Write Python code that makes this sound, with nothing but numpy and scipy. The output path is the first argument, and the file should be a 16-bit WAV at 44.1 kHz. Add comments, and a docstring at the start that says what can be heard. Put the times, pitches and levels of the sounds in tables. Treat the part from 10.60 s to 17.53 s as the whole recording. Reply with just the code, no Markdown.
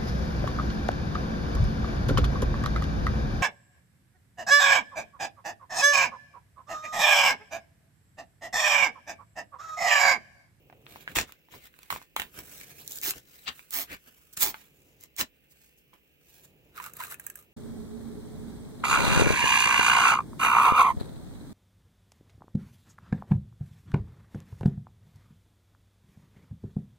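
"""A sheet of craft paper is torn by hand in short pulls, close up, over a journal on a desk.
Its fibres snap in dense showers. The sheet buckles, booms, slides under the fingers and pushes a
little air, and the desk throws the sound back. At the end a plastic glue-tape runner is drawn across
the scrap, scraping and ticking. Behind it all is the faint hush of a small, quiet room."""
import sys
import numpy as np
from scipy import signal
from scipy.fft import rfft, irfft, next_fast_len
from scipy.io import wavfile
from scipy.ndimage import uniform_filter1d

SR = 44100
rng = np.random.default_rng(int(sys.argv[2]) if len(sys.argv) > 2 else 0)


def wav_record(signal):
    """Record a signal, one row per channel, as 16-bit PCM in the file named by sys.argv[1]."""
    frames = np.transpose(np.atleast_2d(signal))
    bounded = np.clip(frames, -1, 1)
    # unit amplitude maps onto the largest positive 16-bit level
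    quanta = np.round(bounded * 32767).astype(np.int16)
    wavfile.write(sys.argv[1], SR, quanta)


N = 305613
TIME = np.arange(N) / SR

# Rise and fall are the times for a 20 dB change. Pan is left minus right. Body is the sheet's own tone.
# tearing pulls: start/s, rise/s, run/s, fall/s, sag over the run/dB, body/dB, rasp/dB, fizz/dB, air/dB
PULLS = [(0.552, 0.0078, 0.048, 0.032, 7, -29, -30, -33.5, -36),
         (1.3, 0.003, 0.072, 0.019, 13.5, -41, -43.5, -38, -47.5),
         (1.561, 0.0021, 0.058, 0.066, 5.5, -44.5, -51.5, -44.5, -52.5),
         (2.419, 0.012, 0.078, 0.016, -1.5, -40.5, -36, -34.5, -56.5),
         (3.114, 0.028, 0.077, 0.033, 4, -39.5, -36.5, -32, -56.5),
         (3.767, 0.006, 0.0077, 0.016, 11.5, -39.5, -33.5, -36.5, -48.5),
         (3.791, 0.03, 0.081, 0.021, 14.5, -34, -27.5, -24, -47),
         (4.573, 0.018, 0.02, 0.023, -4, -36.5, -34, -35, -49.5)]
# fibre bundles giving way and creases flipping: t/s, body/dB, crack/dB, pan/dB
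SNAPS = [(0.2657, -44, -74, 1), (0.5542, -41, -35.5, 14), (0.5628, -31, -37, -7), (0.5859, -21, -27, 1),
         (0.7219, -48, -47, -4), (1.14, -55, -68, -1.5), (1.1895, -51.5, -53.5, -4), (1.2312, -53, -49, -3),
         (1.3038, -26.5, -56, -5), (1.3259, -51, -43, 2), (1.5641, -24.5, -31.5, 0),
         (1.5972, -26.5, -37, -2.5), (1.6001, -39, -36, -7), (1.6186, -29.5, -37, -6),
         (2.0125, -47, -51, 7), (2.2772, -70, -32.5, 1), (2.2949, -68, -51, 3), (2.3200, -59, -35, 7),
         (2.3860, -61, -36.5, 5), (2.4143, -58, -35.5, 7), (2.5070, -58, -29, 7), (2.536, -44.5, -54, 9),
         (2.8790, -30.5, -47, 10.5), (2.993, -44.5, -64, -3), (3.1072, -67, -37, -3),
         (3.1875, -40, -32, -8), (3.8232, -32.5, -27.5, 19), (3.8299, -31, -18, 1), (3.9428, -34, -58, 5),
         (4.4095, -73, -50.5, 1), (4.4375, -58, -44, -4), (4.5647, -66, -41.5, -4), (4.5995, -38, -37, -13),
         (4.6055, -30, -42, -8), (4.612, -24.5, -36, 3)]
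# the sheet booms when pulled tight: peak t/s, rise/s, fall/s, low note/dB, upper note/dB, low note f/Hz
BOOMS = [(2.482, 0.063, 0.044, -46, -52, 338), (3.195, 0.051, 0.056, -49, -45, 311),
         (3.85, 0.043, 0.08, -44.5, -40, 360), (4.619, 0.027, 0.033, -43.5, -45.5, 262)]
# paper sliding between the fingers: peak t/s, rise/s, fall/s, body/dB, hiss/dB
STROKES = [(0.32, 0.074, 0.16, -56, -56.5), (0.41, 0.016, 0.045, -52, -51),
           (0.505, 0.053, 0.057, -52.5, -55), (0.68, 0.036, 0.092, -57.5, -61.5),
           (0.94, 0.043, 0.079, -52.5, -52.5), (1.06, 0.082, 0.029, -56, -54.5),
           (1.23, 0.16, 0.19, -66, -62.5), (1.415, 0.024, 0.046, -59, -56),
           (1.78, 0.049, 0.044, -44.5, -43), (1.97, 0.3, 0.23, -55.5, -49.5),
           (2.115, 0.034, 0.018, -56.5, -50), (2.2, 0.075, 0.12, -57.5, -49.5),
           (2.355, 0.1, 0.063, -53, -39.5), (2.573, 0.051, 0.04, -53.5, -47),
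           (2.76, 0.17, 0.66, -64.5, -57), (2.885, 0.028, 0.06, -46.5, -57.5),
           (2.99, 0.045, 0.075, -68, -55.5), (3.333, 0.056, 0.037, -40.5, -47),
           (3.48, 0.024, 0.023, -52.5, -53.5), (3.736, 0.011, 0.009, -57.5, -43),
           (3.58, 0.37, 0.36, -69.5, -64.5), (3.97, 0.18, 0.16, -60, -56), (4.43, 0.04, 0.041, -62, -53.5),
           (4.27, .4, .22, -78.5, -69), (4.917, 0.031, .025, -86, -61), (5.04, 0.15, 0.11, -72.5, -63),
           (5.18, 0.022, 0.044, -83.5, -65), (5.338, 0.014, 0.042, -58, -65), (5.74, 0.14, 0.17, -68, -58),
           (5.85, 0.04, 0.016, -64, -54)]
# the loose sheet is flicked over and bends: peak t/s, rise/s, fall/s, level/dB
FLICK = [(2.879, 0.018, 0.026, -32.5)]
# dull knocks of fingertips and sheet: t/s, level/dB, f/Hz, time to fade by 60 dB/s
TAPS = [(0.099, -39, 775, 0.013), (0.126, -39, 730, 0.017), (0.359, -26, 940, 0.0065),
        (0.4772, -14, 1692, 0.0047), (0.694, -35.5, 1150, 0.0059), (0.886, -47.5, 910, 0.014),
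        (0.939, -39.5, 980, 0.023), (1.304, -28.5, 1110, 0.035), (1.3254, -18, 1074, 0.013),
        (1.3613, -22, 960, 0.0067), (1.416, -36.5, 1030, 0.0091), (1.564, -24, 930, 0.02),
        (1.5975, -28.5, 830, 0.014), (1.792, -40.5, 1000, 0.016), (3.9425, -29, 890, 0.02),
        (5.332, -48, 1040, 0.017)]
# tone colours of the paper, from low to high: f/Hz, relative level/dB
BODY_TONE = [(200, -18), (350, -8.5), (580, -6.5), (850, -3.5), (2000, -1.5), (3000, -3), (4200, -9.5),
             (7000, -44.5)]
RASP_TONE = [(2200, -37), (3500, -7), (5000, -4.5), (7500, 0.5), (9000, -5.5), (11500, -31)]
FIZZ_TONE = [(7500, -26), (9700, -5), (12500, -3), (15000, 2)]
SLIDE_TONE = [(300, -12.5), (600, -2), (1000, -5.5), (1600, 0.5), (2500, -2), (4000, -9), (7000, -32)]
HISS_TONE = [(2200, -17.5), (3800, -4.5), (6000, 0.5), (8000, 3), (10000, -2), (12500, -3.5), (17000, 2.5)]
FLICK_TONE = [(300, -21), (700, 0), (1200, -3), (2000, 2.5), (2700, 3), (4200, 4.5), (5200, -3),
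              (8000, -8.5), (10000, -45)]
FLUTTER_TONE = [(500, -29.5), (1500, -2.5), (2500, -8.5), (4500, -23.5)]  # the brief flutter after a knock

# spurts of the tape runner: peak t/s, rise/s, fall/s, scrape/dB, peeling hiss/dB
RUNNER_SPURTS = [(6.18, 0.035, 0.016, -44, -49), (6.255, 0.08, 0.058, -44, -45.5),
                 (6.404, 0.014, 0.019, -39, -45), (6.45, 0.11, 0.046, -44, -45),
                 (6.525, 0.053, 0.02, -44, -42.5), (6.65, 0.094, 0.12, -60, -58),
                 (6.79, 0.052, 0.065, -60.5, -54)]
# its tip catches with a hollow ring: t/s, level/dB, f/Hz, time to fade by 60 dB/s
RUNNER_KNOCKS = [(6.178, -30.5, 1130, 0.048), (6.1995, -25, 920, 0.023), (6.252, -35, 1280, 0.024),
                 (6.267, -34, 1080, 0.022), (6.402, -26.5, 912, 0.056), (6.421, -31.5, 1310, .025),
                 (6.520, -32, 1350, 0.02)]
# its spool ticks: t/s, ring/dB, tick/dB, pan/dB
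SPOOL_TICKS = [(6.1992, -40, -52, -3), (6.335, -55, -42.5, 4), (6.3675, -52, -40, 3.5),
               (6.4355, -36, -38.5, 3), (6.4995, -49, -42, 3), (6.541, -42.5, -39.5, 5.5),
               (6.5968, -44, -38.5, -1.5), (6.6652, -41, -31, -0.5), (6.6992, -45, -36.5, 2),
               (6.755, -47, -38, 0)]
# pitches at which its plastic case and its spool ring: f/Hz, width/Hz, relative level/dB
CASE_RINGS = [(920, 88, -16), (1270, 230, 1.5), (1620, 940, -7), (2790, 160, -9.5), (3920, 310, -8.5)]
SPOOL_RINGS = [(1680, 190, 1.5), (2530, 240, -6.5)]
# tone colour of the peeling tape: f/Hz, relative level/dB
TAPE_TONE = [(3000, -34.5), (5000, -15), (6300, 0), (7200, 0), (8300, 9), (10000, 0.5), (11700, 0.5),
             (16000, 3.5)]

# hands rubbing over the journal: peak t/s, rise/s, fall/s, level/dB
RUBS = [(0.2, 0.39, 0.75, -60), (0.505, 0.017, 0.066, -49.5), (0.96, 0.044, 0.043, -53.5),
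        (1.33, .02, 0.05, -43), (1.78, 0.017, 0.18, -53.5), (2.25, 0.72, 0.59, -60),
        (2.565, 0.016, 0.038, -48.5), (4.3, 0.55, 0.41, -65.5), (5.85, 0.17, 0.56, -65.5),
        (6.4, 0.73, 0.86, -59.5)]
# how high the sheet is held over the desk: t/s, height/m
SHEET_HEIGHT = [(.42, 0.047), (.58, 0.19), (.95, 0.036), (1.33, 0.18), (1.6, 0.2), (1.78, 0.099),
                (2.35, 0.063), (2.44, 0.099), (2.51, 0.14), (2.88, 0.091), (3.15, 0.16), (3.33, 0.089),
                (3.82, 0.15), (4.6, 0.19)]
# tone colours of the air puffs, the rubbed journal and the quiet room: f/Hz, relative level/dB
PUFF_TONE = [(20, 0), (60, 3.5), (160, -0.5), (250, 1), (420, -2), (700, -9.5), (1300, -36.5)]
RUB_TONE = [(50, -5), (100, -2.5), (145, 0), (220, -7.5), (450, -3.5), (650, -11.5), (950, -19.5)]
HUSH_TONE = [(25, -17), (47, -0.5), (64, 6), (105, -12), (144, 3), (175, -4), (500, -5), (1000, -27.5),
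             (1600, -24), (2700, -6.5), (3800, -23), (10000, -37.5), (15500, -17.5)]
# tone colours of the room's echo and the microphone's two openings: f/Hz, gain/dB
ECHO_TONE = [(100, 2.5), (3000, 5.0), (8000, 0.5), (16000, -8.5)]
LEFT_MIC_TONE = [(25, -4.5), (120, 1), (1200, -3), (2200, 0.5), (4500, -0.5), (7600, 1.5), (9300, -6),
                 (12000, 6.5), (14200, 1.5), (17000, -20.5)]
RIGHT_MIC_TONE = [(25, 1.5), (70, 2), (400, -1), (1200, 0.5), (2400, 1.5), (4000, -1), (7000, -2),
                  (9500, -1.5), (12000, 8), (13500, 6.5), (17000, 7)]

BODY_SAG_SHARE = 0.75  # during a pull, body and air lose fewer dB than the fibres do


def tearing():
    """Each pull breaks thousands of fibres a second, in ragged bundles, and the sheet sounds with them."""
    body_lingers = 1.09  # the body fades this many times more slowly than the fibres
    body = rasp = fizz = 0
    for start, rise, run, fall, sag_db, body_db, rasp_db, fizz_db, _ in PULLS:
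        breaking = pull(start, rise, run, fall, sag_db)
        body += from_db(body_db) * pull(start, rise, run, fall * body_lingers, BODY_SAG_SHARE * sag_db)
        rasp += from_db(rasp_db) * breaking
        fizz += from_db(fizz_db) * breaking
    fibres = crackle(per_s=3600, spread_db=2.2, clump_db=1.8, clump_s=0.0012,
                     ring_s=0.0015, alike=0.2, spots_per_s=22, spots_at_once=3.5)
    return blend_tones(fibres, [body, rasp * panned(2), fizz], [BODY_TONE, RASP_TONE, FIZZ_TONE])


def snapping():
    """Bigger breaks and flipping creases stand out as single cracks."""
    return cracks(SNAPS, BODY_TONE, HISS_TONE,
                  front_s=0.0003, low_ring_s=0.0025, high_ring_s=0.0015, alike=0.4)


def booming():
    """A hard pull shakes the cupped sheet at its two lowest notes."""
    upper_ratio, spread = 2.2, 1.17  # each note reaches a factor of spread above and below its pitch
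    shake = stereo_noise(N, alike=0.85)
    out = 0
    for *swell, low_hz in BOOMS:
        for level, hz in zip(swells([swell]), (low_hz, low_hz * upper_ratio)):
            band = signal.butter(2, [hz / spread, hz * spread], "band", fs=SR, output="sos")
            out += level * unit_level(signal.sosfilt(band, shake))
    return out


def sliding():
    """Skin and paper slide on paper with fine crinkles, and the sheet is flicked over once."""
    body, hiss = swells(STROKES)
    body = np.hypot(body, from_db(-78.5))  # between strokes the paper still creeps faintly in the hands
    hiss = np.hypot(hiss, from_db(-77))
    flick = swells(FLICK) * panned(4.5)
    grain = crackle(per_s=4500, spread_db=-1.0, clump_db=2.5, clump_s=0.0074,
                    ring_s=0.0067, alike=0.13, spots_per_s=9, spots_at_once=2.4)
    catching = from_db(2.07 * wander(0.0087))  # the paper catches and lets go
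    return blend_tones(grain * catching, [body, hiss, flick], [SLIDE_TONE, HISS_TONE, FLICK_TONE])


def tapping():
    """Fingertips and loose edges knock on the sheet."""
    return knocks(TAPS, attack_s=0.00019, flutter=0.42)


def tape_runner():
    """The tip scrapes, catches and rings the plastic case, glue dots peel off and the spool ticks."""
    peel = crackle(per_s=1300, spread_db=2.5, clump_db=8.0, clump_s=0.011,
                   ring_s=0.013, alike=0.36, spots_per_s=7.2, spots_at_once=2.8)
    scrape = blend_tones(peel, swells(RUNNER_SPURTS), [ringing_tone(CASE_RINGS), TAPE_TONE])
    catches = knocks(RUNNER_KNOCKS, attack_s=0.00077, flutter=0.25, bend=0.23, bend_s=0.0055)
    ticks = cracks(SPOOL_TICKS, ringing_tone(SPOOL_RINGS), TAPE_TONE,
                   front_s=0.0013, low_ring_s=0.0048, high_ring_s=0.0091, alike=0.15)
    return scrape + catches * panned(-1.3) + ticks


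def moving_air():
    """The flapping sheet pushes soft, low puffs of air at the microphone."""
    lag_s, lingers = 0.0068, 1.45  # air follows a pull late and fades this many times more slowly
    stroke_body, _ = swells(STROKES)
    puffs = from_db(-8) * stroke_body
    for start, rise, run, fall, sag_db, *_, air_db in PULLS:
        puffs += from_db(air_db) * pull(start + lag_s, rise, run, fall * lingers, BODY_SAG_SHARE * sag_db)
    return panned(-4) * blend_tones(stereo_noise(N, alike=0.9), [puffs], [PUFF_TONE])


def rubbing():
    """The hands drag dully over the journal."""
    return blend_tones(stereo_noise(N, alike=0.92), swells(RUBS), [RUB_TONE])


def desk_bounce(sound):
    """Sound bounces twice between desk and sheet: a hollow tone that sweeps as the sheet moves."""
    sound_m_per_s, bounce_db = 343, -9.5
    tremble = 0.02 * uniform_filter1d(wander(0.056), size=1000)  # hands never hold quite still
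    height_m = np.interp(TIME, *np.transpose(SHEET_HEIGHT)) + tremble
    delay_s = 2 * height_m / sound_m_per_s
    out = echo = sound
    for _ in range(2):
        echo = from_db(bounce_db) * np.array([np.interp(TIME - delay_s, TIME, side) for side in echo])
        out = out + echo
    return out


def room_echo(sound):
    """The desk and the walls scatter the sound into a short, dull tail."""
    fade_s, gap_s = 0.1, 0.003
    t = TIME[:SR // 2]
    tail = stereo_noise(len(t), alike=0.031) * from_db(-60 * t / fade_s) * (t > gap_s)
    tail = coloured(tail / np.sqrt(np.sum(tail ** 2) / 2), ECHO_TONE)
    return from_db(-11.5) * signal.oaconvolve(sound, tail, axes=1)[:, :N]


def room_hush():
    """The quiet room has a faint, steady rumble and hiss."""
    return from_db(-66.5) * unit_level(coloured(stereo_noise(N, alike=0.54), HUSH_TONE))


def pull(start, rise, run, fall, sag_db):
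    """Loudness of one pull: it bites, sags while the tear runs, and dies away."""
    roundness = 1.27  # 1 = dies away evenly, 2 = stops short
    t = TIME - start - rise
    outside_run = np.maximum(-t / rise, 0) + np.maximum((t - run) / fall, 0)
    edges_db = -20 * np.minimum(outside_run, 10) ** roundness
    return from_db(edges_db - sag_db * np.clip(t / run, 0, 1))


def swells(rows):
    """Loudness that grows and fades in rounded humps: one curve for each dB column."""
    roundness = 1.586  # 1 = pointed, 2 = bell-shaped
    power = np.zeros((len(rows[0]) - 3, N))
    for peak, rise, fall, *levels_db in rows:
        near = slice(*np.searchsorted(TIME, [peak - 2 * rise, peak + 2 * fall]))
        t = TIME[near] - peak
        shape_db = -20 * np.maximum(-t / rise, t / fall) ** roundness
        power[:, near] += from_db(np.add.outer(levels_db, shape_db)) ** 2
    return np.sqrt(power)


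def crackle(per_s, spread_db, clump_db, clump_s, ring_s, alike, spots_per_s, spots_at_once, spots=16):
    """A shower of tiny breaks of uneven size, in clumps, held at a steady average level."""
    clumps = wander(clump_s)
    sizes = from_db(spread_db * np.minimum(rng.exponential(1, N), 4) + clump_db * clumps)
    clicks = sizes * rng.choice([-1, 1], N) * (rng.random(N) < per_s / SR)
    # only a few spots sound at once, and they travel on, so the tone keeps shifting
    spot = (TIME * spots_per_s + rng.random(N) * spots_at_once).astype(int) % spots
    shower = np.zeros((2, N))
    for k in range(spots):
        ring = spot_ring(0.00015, ring_s, alike)
        shower += signal.oaconvolve((clicks * (spot == k))[None], ring, axes=1)[:, :N]
    local_power = uniform_filter1d(np.mean(shower ** 2, axis=0), size=600)
    return shower / np.sqrt(np.abs(local_power) + 1e-9)


def cracks(rows, low_tone, high_tone, front_s, low_ring_s, high_ring_s, alike):
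    """Single clicks, each made of a lower ring and a bright crack."""
    level_span_s = 0.0034  # a burst has the energy of its level held for this long
    out = np.zeros((2, N))
    for start, low_db, high_db, pan_db in rows:
        for db, tone, ring_s in (low_db, low_tone, low_ring_s), (high_db, high_tone, high_ring_s):
            burst = coloured(spot_ring(front_s, ring_s, alike, size=1400), tone)
            burst *= np.sqrt(2 * level_span_s * SR / np.sum(burst ** 2))
            add(out, start, burst * from_db(db) * panned(pan_db))
    return out


def knocks(rows, attack_s, flutter, bend=0, bend_s=1):
    """A soft touch rocks an object briefly; the pitch starts high by the share bend, then settles."""
    out, t = np.zeros((2, N)), TIME[:3000]
    for start, db, hz, fade_s in rows:
        cycles = hz * (t + bend * bend_s * (1 - np.exp(-t / bend_s)))
        rustle = unit_level(coloured(stereo_noise(len(t), alike=0.28), FLUTTER_TONE))
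        swing = np.sin(2 * np.pi * cycles) + flutter * rustle
        loudness = from_db(db - 60 * t / fade_s) * (1 - np.exp(-t / attack_s))
        add(out, start, swing * loudness)
    return out


def spot_ring(front_s, ring_s, alike, size=500):
    """One flicked spot: a sharp front, then weaker ripples that soon die."""
    t = TIME[:size]
    front = t / front_s * np.exp(1 - t / front_s)
    ripples = from_db(-12) * np.exp(-t / ring_s)
    return unit_level(stereo_noise(size, alike) * (front + ripples))


def ringing_tone(rings):
    """The tone colour of an object that rings at a few overlapping pitches."""
    hz = np.geomspace(700, 4600, 150)
    power = sum(from_db(db) ** 2 / (1 + (2 * (hz - centre) / width) ** 2) for centre, width, db in rings)
    return np.column_stack([hz, 10 * np.log10(power)])


def blend_tones(sound, levels, tones):
    """One sound in several tone colours at once, each with its own loudness curve."""
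    return sum(level * unit_level(coloured(sound, tone)) for level, tone in zip(levels, tones))


def coloured(sound, tone):
    """Filter a sound to follow a tone colour, falling away beyond the ends of its table."""
    size = 2 * next_fast_len(sound.shape[-1] // 2 + 2048)
    hz, db = np.transpose(tone)
    octave = np.log2(np.maximum(np.fft.rfftfreq(size, 1 / SR), 1))
    listed = np.log2(hz)
    beyond = np.abs(octave - np.clip(octave, listed[0], listed[-1]))
    gain = from_db(np.interp(octave, listed, db) - 18 * np.minimum(beyond, 2))
    # fold the filter forward in time, so it rings only after a click (minimum phase)
    cepstrum = irfft(np.log(gain))
    cepstrum[1:size // 2] *= 2
    cepstrum[size // 2 + 1:] = 0
    return irfft(rfft(sound, size) * np.exp(rfft(cepstrum)))[..., :sound.shape[-1]]


def stereo_noise(size, alike):
    """White noise; alike runs from 0 (left and right unrelated) to 1 (both the same)."""
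    shared, left, right = rng.standard_normal((3, size))
    return np.sqrt(alike) * shared + np.sqrt(1 - alike) * np.array([left, right])


def wander(change_s):
    """A random curve of typical size 1 that changes over about this time."""
    return unit_level(uniform_filter1d(rng.standard_normal(N), size=int(change_s * SR)))


def add(out, start_s, sound):
    """Mix a short stereo sound in at a given time."""
    start = round(start_s * SR)
    out[:, start:start + sound.shape[1]] += sound[:, :N - start]


def panned(db):
    """Two gains that put the left side this many dB above the right."""
    return from_db(np.array([[db], [-db]]) / 2)


def from_db(db):
    """Turn decibels into a gain."""
    return 10 ** (np.asarray(db) / 20)


def unit_level(sound):
    """Scale a sound to an average (rms) level of 1."""
    return sound / np.sqrt(np.mean(sound ** 2) + 1e-20)


def scene():
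    """Paper and tape runner close up, with the room's echo and the soft sounds behind them."""
    paper = desk_bounce(tearing() + sliding() + snapping())
    close = paper + booming() + tapping() + tape_runner()
    hush = room_hush()
    return close + room_echo(close) + moving_air() + rubbing() + hush


def record(dry):
    """Each microphone opening has its own tone, the left is a bit farther off, and the top is cut."""
    left_lag_s, cutoff_hz = 0.00015, 15850
    left = np.roll(coloured(dry[0], LEFT_MIC_TONE), round(left_lag_s * SR))
    right = coloured(dry[1], RIGHT_MIC_TONE)
    top_cut = signal.ellip(10, 0.1, 80, cutoff_hz, fs=SR, output="sos")
    return signal.sosfilt(top_cut, [left, right])


dry = scene()
out = record(dry)
wav_record(out)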